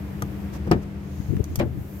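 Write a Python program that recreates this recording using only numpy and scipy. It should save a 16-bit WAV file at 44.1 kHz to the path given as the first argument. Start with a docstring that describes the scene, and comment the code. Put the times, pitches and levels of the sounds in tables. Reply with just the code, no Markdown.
"""A car's rear door is opened outdoors, close by, over a low hum that swells and wavers.
The handle ticks and scrapes, the latch lets go with a clunk, and the door swings through moving air
until its check arm ticks and knocks into the stop. Blows are fading sine waves plus clattering noise;
ticks are bright noise snaps with small rings; scrapes and puffs are short swells of coloured noise.
The hum is three wavering low tones, and the background is coloured noise whose level changes."""
import sys
import numpy as np
from scipy import signal
from scipy.fft import rfft, irfft
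from scipy.io import wavfile

SR = 44100
rng = np.random.default_rng(int(sys.argv[2]) if len(sys.argv) > 2 else 0)


def transcribe(u):
    """Save the signal u as a 16-bit wav file named by the first command-line argument.

    u: samples, shape (n,) or (channels, n), limited to [-1, 1]; the rate is SR.
    q: integer samples, one column per channel.
    """
    v = np.clip(np.atleast_2d(u).T, -1, 1)
    q = np.round(v * 32767).astype(np.int16)
    wavfile.write(sys.argv[1], SR, q)


N = 88200
TIME = np.arange(N) / SR
SHORT = SR // 2  # samples in one short sound: half a second


def amp(db):
    """Turns decibels into gain."""
    return 10 ** (np.asarray(db) / 20)


def unit(x):
    """Scales a sound to rms 1."""
    return x / np.sqrt(np.mean(x ** 2) + 1e-20)


def read(table, hz, axis=1):
    """Reads one column of a table between its rows, on a log-frequency axis."""
    rows = np.array(table, float)
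    return np.interp(np.log(hz + 1), np.log(rows[:, 0] + 1), rows[:, axis])


def level(table, axis=1):
    """Turns a dB curve over time into gain."""
    rows = np.array(table, float)
    return amp(np.interp(TIME, rows[:, 0], rows[:, axis]))


def pan(db):
    """Gives left and right gains; positive dB makes the left louder."""
    return amp(np.array([[.5], [-.5]]) * db)


def add(mix, s, sound):
    """Mixes a sound in at time s, in seconds."""
    part = mix[:, round(s * SR):][:, :sound.shape[1]]
    part += sound[:, :part.shape[1]]


def noise(spectrum, pan_table, same_table, size):
    """Makes coloured stereo noise of rms 1; the two sides are partly alike, pitch by pitch."""
    hz = np.fft.rfftfreq(size, 1 / SR)
    shared, separate = rfft(rng.standard_normal((2, size)))
    same = np.clip(read(same_table, hz), -1, 1)
    right = same * shared + np.sqrt(1 - same ** 2) * separate
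    stereo = np.array([shared, right]) * pan(read(pan_table, hz))
    return unit(irfft(stereo * amp(read(spectrum, hz)), size))


def ring(modes, rise_s):
    """Rings like a struck body: sine waves that start together and fade at their own speeds."""
    t = TIME[:SHORT]
    tones = sum(amp(db - 60 * t / t60) * np.sin(2 * np.pi * hz * t) for hz, db, t60 in modes)
    return tones * (1 - np.exp(-t / rise_s))


def struck(modes, hardness):
    """Tilts the modes about 500 Hz: a harder blow favours the higher ones, in dB per octave."""
    return [(hz, db + hardness * np.log2(hz / 500), t60) for hz, db, t60 in modes]


# How unevenly loose parts rattle at 1 kHz and above (dB), and the time between random strengths (s).
RATTLE_DB, RATTLE_S = 2, 0.0013


def clatter(table, pan_table, rise_s):
    """Blends many modes into noise; each band dies at its own speed and the treble rattles unevenly."""
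    t = TIME[:SHORT]
    hz = np.fft.rfftfreq(SHORT, 1 / SR)
    spectrum = rfft(noise(table, pan_table, AIR_SAME, size=SHORT))
    contacts = np.interp(t / RATTLE_S, np.arange(SHORT), rng.standard_normal(SHORT))
    out = np.zeros((2, SHORT))
    for row in table:
        # this band fades over into its neighbours
        share = read([(other[0], other is row) for other in table], hz)
        rattle_db = RATTLE_DB * min(row[0] / 1000, 1) * contacts
        out += irfft(spectrum * share, SHORT) * amp(rattle_db - 60 * t / row[2])
    return out * (1 - np.exp(-t / rise_s))


def swells(rows, spectrum, pan_table, same_table):
    """Makes short arches of noise that rise and fall smoothly, each at its own level."""
    out = np.zeros((2, N))
    for s, length, db in rows:
        arch = np.sin(np.pi * np.arange(0, length, 1 / SR) / length)
        piece = noise(spectrum, pan_table, same_table, size=SHORT)[:, :len(arch)]
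        add(out, s, amp(db) * arch * unit(piece))
    return out


# Blows of the latch: slack is taken up, the pawl slips, the door jumps off its seal and rebounds.
# Each row: start in seconds, panel ring in dB, clatter in dB, hardness in dB per octave.
LATCH = [(0.6748, -30, -38, -4.5), (0.7123, -13, -16.5, -0.5), (0.7179, -15, -20, 2.5),
         (0.7302, -26.5, -27, -5), (0.7615, -35, -48, -6)]
# Tones of the door panel. Each row: pitch in Hz, relative level in dB, time to fade by 60 dB in seconds.
DOOR_MODES = [(84, -18, 0.039), (147.5, 2, 0.05), (333.5, 0.5, 0.06), (390, -40, 0.073), (715, -7, 0.043),
              (868, -16.5, 0.048), (1086, -17.5, 0.03), (1160, -10.5, 0.042), (1430, -25.5, 0.082),
              (1580, -28, 0.14), (1786, -22, 0.11), (2290, -32, 0.071), (2424, -28.5, 0.12),
              (2860, -34, 0.06)]
# Clatter of the latch works.
# Each row: pitch in Hz, relative strength in dB per Hz, time to fade by 60 dB in seconds.
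LATCH_CLATTER = [(59.4, 0.5, 0.7), (204, 10.5, 0.23), (403, 10, 0.16), (530, -9.5, 0.37), (766, 4.5, 0.11),
                 (1440, -6, 0.1), (2980, -11.5, 0.069), (4800, -20, 0.071), (8000, -24, 0.047),
                 (9700, -40, 0.039), (13000, -24, 0.033), (16000, -34, .04)]
# Tones of the latch's steel pawl.
# Each row: pitch in Hz, relative level in dB, time to fade by 60 dB in seconds.
PAWL_MODES = [(3650, -22, 0.045), (4540, 2, 0.022), (5210, 6.5, 0.015), (6000, -5, 0.019),
              (7710, -11, 0.022), (8700, -7, 0.02)]
# The linkage strains around the release. Each row: start in seconds, length in seconds, level in dB.
STRAINS = [(.655, 0.058, -27.5), (.735, 0.05, -28.5)]
# Colour of the straining. Each row: pitch in Hz, relative strength in dB per Hz.
STRAIN = [(60, -13), (170, 9.5), (350, 0), (750, -16), (1500, -22), (5000, -67), (16000, -69)]
# Extra strength of the first swing while the blow still presses (dB), and how fast it passes (s).
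PUSH_DB, PUSH_S = 1, 0.0093


def latch():
    """The pawl snaps free; each blow rings the door panel and makes the latch works clatter."""
    out = swells(STRAINS, STRAIN, AIR_PAN, AIR_SAME)
    push = 1 + amp(PUSH_DB) * np.exp(-TIME[:SHORT] / PUSH_S)
    works_pan = [(300, 4.0), (1500, 2.0), (5000, -1), (8000, 0), (13000, 3)]  # Hz, left-right dB
    for s, ring_db, clatter_db, hardness in LATCH:
        works = clatter(LATCH_CLATTER, works_pan, rise_s=0.00064)
        panel = pan(4.0) * push * ring(struck(DOOR_MODES, hardness), rise_s=0.00069)
        add(out, s, amp(ring_db) * panel + amp(clatter_db) * works)
    pawl = amp(-28.5) * pan(-7.5) * ring(PAWL_MODES, rise_s=0.00051)
    add(out, .7136, pawl + amp(-26.0) * snap(tail_db=-15))
    return out


# Knocks into the door stop.
# Each row: start in seconds, door ring in dB, crunch in dB, hardness in dB per octave.
STOP = [(1.5979, -33.5, -24.5, 11.5), (1.6031, -20.5, -37, 0), (1.6091, -31.5, -27, -2),
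        (1.6185, -29, -32.5, -5.5)]
# Tones of the open door. Each row: pitch in Hz, relative level in dB, time to fade by 60 dB in seconds.
STOP_MODES = [(125, -11, 0.78), (236.7, 2.5, 0.18), (338.5, 0, 0.14), (513, -5.5, 0.083), (568, 5.5, 0.056),
              (858, -6, 0.1), (970, -16, 0.054), (1310, -27, 0.055), (2270, -10.5, 0.015)]
# Crunch of the stop.
# Each row: pitch in Hz, relative strength in dB per Hz, time to fade by 60 dB in seconds.
STOP_CLATTER = [(40, -12, .2), (130, 6, 0.74), (520, 6, 0.23), (1030, -4.5, 0.16), (1770, -4, 0.11),
                (2440, -5, 0.069), (3930, -12, 0.054), (7900, -33, 0.078), (16000, -34, 0.052)]


def door_stop():
    """The check arm crunches into its notch in a few quick knocks that ring the open door."""
    out = np.zeros((2, N))
    crunch_pan = [(400, 7.5), (2000, 2), (6000, 0), (13000, 8)]  # Hz, left-right dB
    for s, ring_db, clatter_db, hardness in STOP:
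        crunch = clatter(STOP_CLATTER, crunch_pan, rise_s=0.0003)
        door = pan(4.9) * ring(struck(STOP_MODES, hardness), rise_s=0.00048)
        add(out, s, amp(ring_db) * door + amp(clatter_db) * crunch)
    return out


# Colour of a snap. Each row: pitch in Hz, relative strength in dB per Hz.
TICK = [(400, 11.5), (1400, -3), (2600, -1), (3300, 3), (4100, -2), (5200, 0), (6200, 11.5), (7200, 1),
        (8500, 5.5), (10500, -3), (12300, 5), (16000, -10)]
# Where a snap sits. Each row: pitch in Hz, how much louder the left is in dB.
TICK_PAN = [(1000, 0.5), (3000, -2), (5500, -5), (8000, -3), (12000, 13.5)]
TICK_T60, TICK_TAIL_T60 = 0.0068, 0.073  # seconds for the crack and its tail to fade by 60 dB


def snap(tail_db):
    """Makes a bright crack of noise that dies at once, over a weaker tail that dies more slowly."""
    t = TIME[:SHORT]
    crack = amp(-60 * t / TICK_T60)
    tail = amp(tail_db - 60 * t / TICK_TAIL_T60)
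    fade = (crack + tail) * (1 - np.exp(-t / 0.0005))
    return fade * noise(TICK, TICK_PAN, AIR_SAME, size=SHORT)


# Small ticks of the handle and check arm. Each row: start in seconds, snap level in dB,
# how much louder the left is in dB, level of the handle's ring in dB, tail of the snap in dB.
TICKS = [(0.2216, -21.5, 2.5, -28, -24), (1.4411, -30, -4.5, -51, -14.5), (1.557, -17.5, 0.5, -48, -17.5)]
# Small steel parts that ring in every tick.
# Each row: pitch in Hz, relative level in dB, time to fade by 60 dB in seconds.
TICK_MODES = [(3410, -8, 0.028), (4530, -9, 0.038), (5020, -7, 0.032), (6010, 2, 0.024), (8230, -3, 0.013),
              (12260, -8.5, 0.025)]
# Tones of the handle. Each row: pitch in Hz, relative level in dB, time to fade by 60 dB in seconds.
HANDLE_MODES = [(126, 10.5, 0.074), (292, 6, 0.023), (456, -2.5, 0.088), (707, -2, 0.05), (860, 1.5, 0.034),
                (1010, 4.5, 0.022), (1227, 9.5, 0.028), (1380, 1, 0.028), (1910, 0, .03),
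                (3180, -8.5, 0.027)]


def ticks():
    """Small steel parts snap and ring, and they ring the handle a little."""
    out = np.zeros((2, N))
    parts = [pan(read(TICK_PAN, mode[0])) * ring([mode], rise_s=0.00029) for mode in TICK_MODES]
    steel = amp(-13.5) * sum(parts)
    for s, db, pan_db, ring_db, tail_db in TICKS:
        click = amp(db) * pan(pan_db) * (snap(tail_db) + steel)
        handle = amp(ring_db) * pan(3.7) * ring(HANDLE_MODES, rise_s=0.0009)
        add(out, s, click + handle)
    return out


# The handle and check arm slide. Each row: start in seconds, length in seconds, level in dB.
SCRAPES = [(.52, 0.063, -41), (.665, 0.02, -47), (.815, 0.032, -47.5), (1.587, 0.018, -30)]
# Colour of the sliding. Each row: pitch in Hz, relative strength in dB per Hz.
SCRAPE = [(300, 19.5), (1300, 11), (3000, -0.5), (6000, 2), (10000, -8.5), (14000, -4.5), (16000, -19)]
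# The hinge rubs briefly. Each row: start in seconds, length in seconds, level in dB.
RUBS = [(1.365, 0.0076, -42.5)]
# Colour of the rub. Each row: pitch in Hz, relative strength in dB per Hz.
RUB = [(500, -17), (1300, 1.5), (2200, -1), (4000, -18), (16000, -17)]


def friction():
    """Swells of noise: scrapes of sliding parts and a short rub of the hinge."""
    scrapes = swells(SCRAPES, SCRAPE, TICK_PAN, AIR_SAME)
    rub = swells(RUBS, RUB, [(1000, 7)], AIR_SAME)
    return scrapes + rub


# Faint narrow band of noise near 6.7 kHz. Each row: start in seconds, length in seconds, level in dB.
NARROW_SWELLS = [(.98, 0.45, -57), (1.4, 0.26, -59.5)]
# Colour of the narrow band. Each row: pitch in Hz, relative strength in dB per Hz.
NARROW_BAND = [(3000, -22.5), (5900, -19), (6650, -12), (7200, -24), (10000, -29.5)]


def narrow_noise():
    """Swells of a faint narrow band of high noise."""
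    return swells(NARROW_SWELLS, NARROW_BAND, TICK_PAN, AIR_SAME)


PORT_DELAY_S = 0.0002516  # close door sounds reach the left microphone first


def at_ports(x):
    """Delays the right channel by the extra path between the microphones."""
    lag = np.exp(-2j * np.pi * np.fft.rfftfreq(N, 1 / SR) * PORT_DELAY_S)
    return np.array([x[0], irfft(rfft(x[1]) * lag, N)])


# Dull bumps as the door swings. Each row: start in seconds, length in seconds, level in dB.
BUMPS = [(1.315, 0.035, -23.5), (1.386, 0.031, -22)]
# Colour of the bumps. Each row: pitch in Hz, relative strength in dB per Hz.
BUMP = [(60, -25), (170, 7.5), (300, 4.5), (500, -9), (800, -46), (2000, -67), (8000, -54)]


def bumps():
    """Dull swells of low noise, almost wholly on the left, as the door swings."""
    return swells(BUMPS, BUMP, [(100, 46)], [(100, 0.2)])


# Puffs of air on the microphone. Each row: start in seconds, length in seconds, level in dB.
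PUFFS = [(1.28, 0.049, -23), (1.32, 0.073, -24), (1.47, 0.094, -29.5), (1.574, 0.028, -19.5),
         (1.605, 0.1, -27), (1.7, .14, -28)]
# Colour of the puffs. Each row: pitch in Hz, relative strength in dB per Hz.
PUFF = [(25, -27), (55, 4), (85, 4), (160, -6.5), (320, -14.5), (550, -35.5), (1200, -77), (4000, -63)]


def puffs():
    """Moving air presses on the microphone in swells of low noise, little alike on the two sides."""
    return swells(PUFFS, PUFF, [(100, 8.7)], [(100, 0.13)])


# Sudden buffets of air, mostly on the left microphone.
# Each row: middle in seconds, peak in dB before panning, pitch in Hz.
BUFFETS = [(1.203, -23, 115), (1.291, -22.5, 80), (1.311, -23.5, 77), (1.338, -22, 151), (1.352, -23, 105),
           (1.373, -22.5, 113), (1.402, -29, 298), (1.409, -16.5, 85)]


def buffets():
    """Each eddy is one smooth push and pull of pressure."""
    out = np.zeros(N)
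    for s, db, hz in BUFFETS:
        u = 2 * np.pi * hz * (TIME - s)
        out -= amp(db) * u * np.exp((1 - u ** 2) / 2)
    return out * pan(17.8)


# Tones of the hum.
# Each row: pitch in Hz, relative level in dB, waver from 0 to 1, how much louder the left is in dB.
HUM = [(76.9, -42.5, 0.58, 1), (198.74, -42.5, 0.13, 5), (294, -55.5, 0.22, -3.5)]
# Level of the hum over time, added to the levels above.
# Each row: time in seconds, lowest tone in dB, upper tones in dB.
HUM_LEVEL = [(0, -22, 4), (.42, 9, 6.5), (.9, 4, 4), (1.4, 5.5, -0.5), (2, -0.5, -0.5)]


def hum():
    """Three low tones swell by a table and waver at random in strength and phase."""
    out = np.zeros((2, N))
    knots = np.linspace(0, N / SR, num=24)
    for k, (hz, db, waver, pan_db) in enumerate(HUM):
        a, b = (np.interp(TIME, knots, v) for v in rng.standard_normal((2, len(knots))))
        carrier = np.exp(2j * np.pi * (hz * TIME + rng.random()))
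        line = ((1 + waver * (a + 1j * b)) * carrier).real
        out += amp(db) * pan(pan_db) * unit(line) * level(HUM_LEVEL, axis=2 if k else 1)
    return out


# Colour of the outdoor air. Each row: pitch in Hz, relative strength in dB per Hz.
AIR = [(15, -57), (30, -1), (48, -14.5), (75, 1), (102, -8), (140, -5), (195, -9), (229, -23.5), (301, -10),
       (350, -16.5), (463, -21.5), (560, -24.5), (800, -27.5), (1200, -31.5), (2100, -34), (2700, -37.5),
       (4000, -45.5), (5500, -47.5), (9000, -53), (13200, -63.5), (16000, -74)]
# Where the air sits. Each row: pitch in Hz, how much louder the left is in dB.
AIR_PAN = [(80, 2), (250, 3.5), (600, 5), (1500, .5), (3000, 0), (5000, -4.5), (9000, 1.5), (14000, 35.5)]
# How alike left and right are. Each row: pitch in Hz, likeness (1 is identical, 0 is unrelated).
AIR_SAME = [(60, 0.88), (300, 0.89), (1000, 0.06), (3000, 0.042), (12000, 0.067)]
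# Level of the air over time. Each row: time in seconds, level in dB.
AIR_LEVEL = [(0, -32.5), (.55, -32), (.9, -34.5), (1.4, -35), (1.7, -37), (2, -35.5)]
# Colour of the high hiss. Each row: pitch in Hz, relative strength in dB per Hz.
HISS = [(2000, -30), (6500, -8), (9500, -9.5), (11700, -4.5), (13200, 3), (14500, -1), (16000, -8.5)]
# Level of the hiss over time. Each row: time in seconds, left in dB, right in dB.
HISS_LEVEL = [(0, -58.5, -61.5), (.45, -57, -63), (.8, -86, -70), (1.03, -77, -67), (1.2, -59, -62),
              (1.55, -62, -63.5), (1.7, -61.5, -67), (1.8, -57, -56.5), (2, -52.5, -51)]


def background():
    """Outdoor rumble and a high hiss are both coloured noise whose level changes."""
    hiss_level = np.array([level(HISS_LEVEL), level(HISS_LEVEL, axis=2)])
    hiss = noise(HISS, [(1000, 0)], AIR_SAME, size=N) * hiss_level
    air = noise(AIR, AIR_PAN, AIR_SAME, size=N) * level(AIR_LEVEL)
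    return air + hiss


def scene():
    """Close door sounds and a faint narrow noise over moving air, hum and background."""
    close = at_ports(latch() + door_stop() + ticks() + friction() + narrow_noise())
    moving_air = bumps() + puffs() + buffets()
    return close + moving_air + hum() + background()


LOW_CUT_HZ, EDGE_HZ = 40.4, 16000  # lowest and highest pitches let through


def record(dry):
    """Cuts the lowest rumble, clips at full scale, then removes the treble above the band edge."""
    high_pass = signal.butter(2, LOW_CUT_HZ, "high", fs=SR, output="sos")
    cut = signal.sosfiltfilt(high_pass, dry, padtype="even")
    low_pass = signal.firwin(401, EDGE_HZ, window=("kaiser", 9), fs=SR)
    return signal.oaconvolve(np.clip(cut, -1, 1), low_pass[None], "same")


dry = scene()
out = record(dry)
transcribe(out)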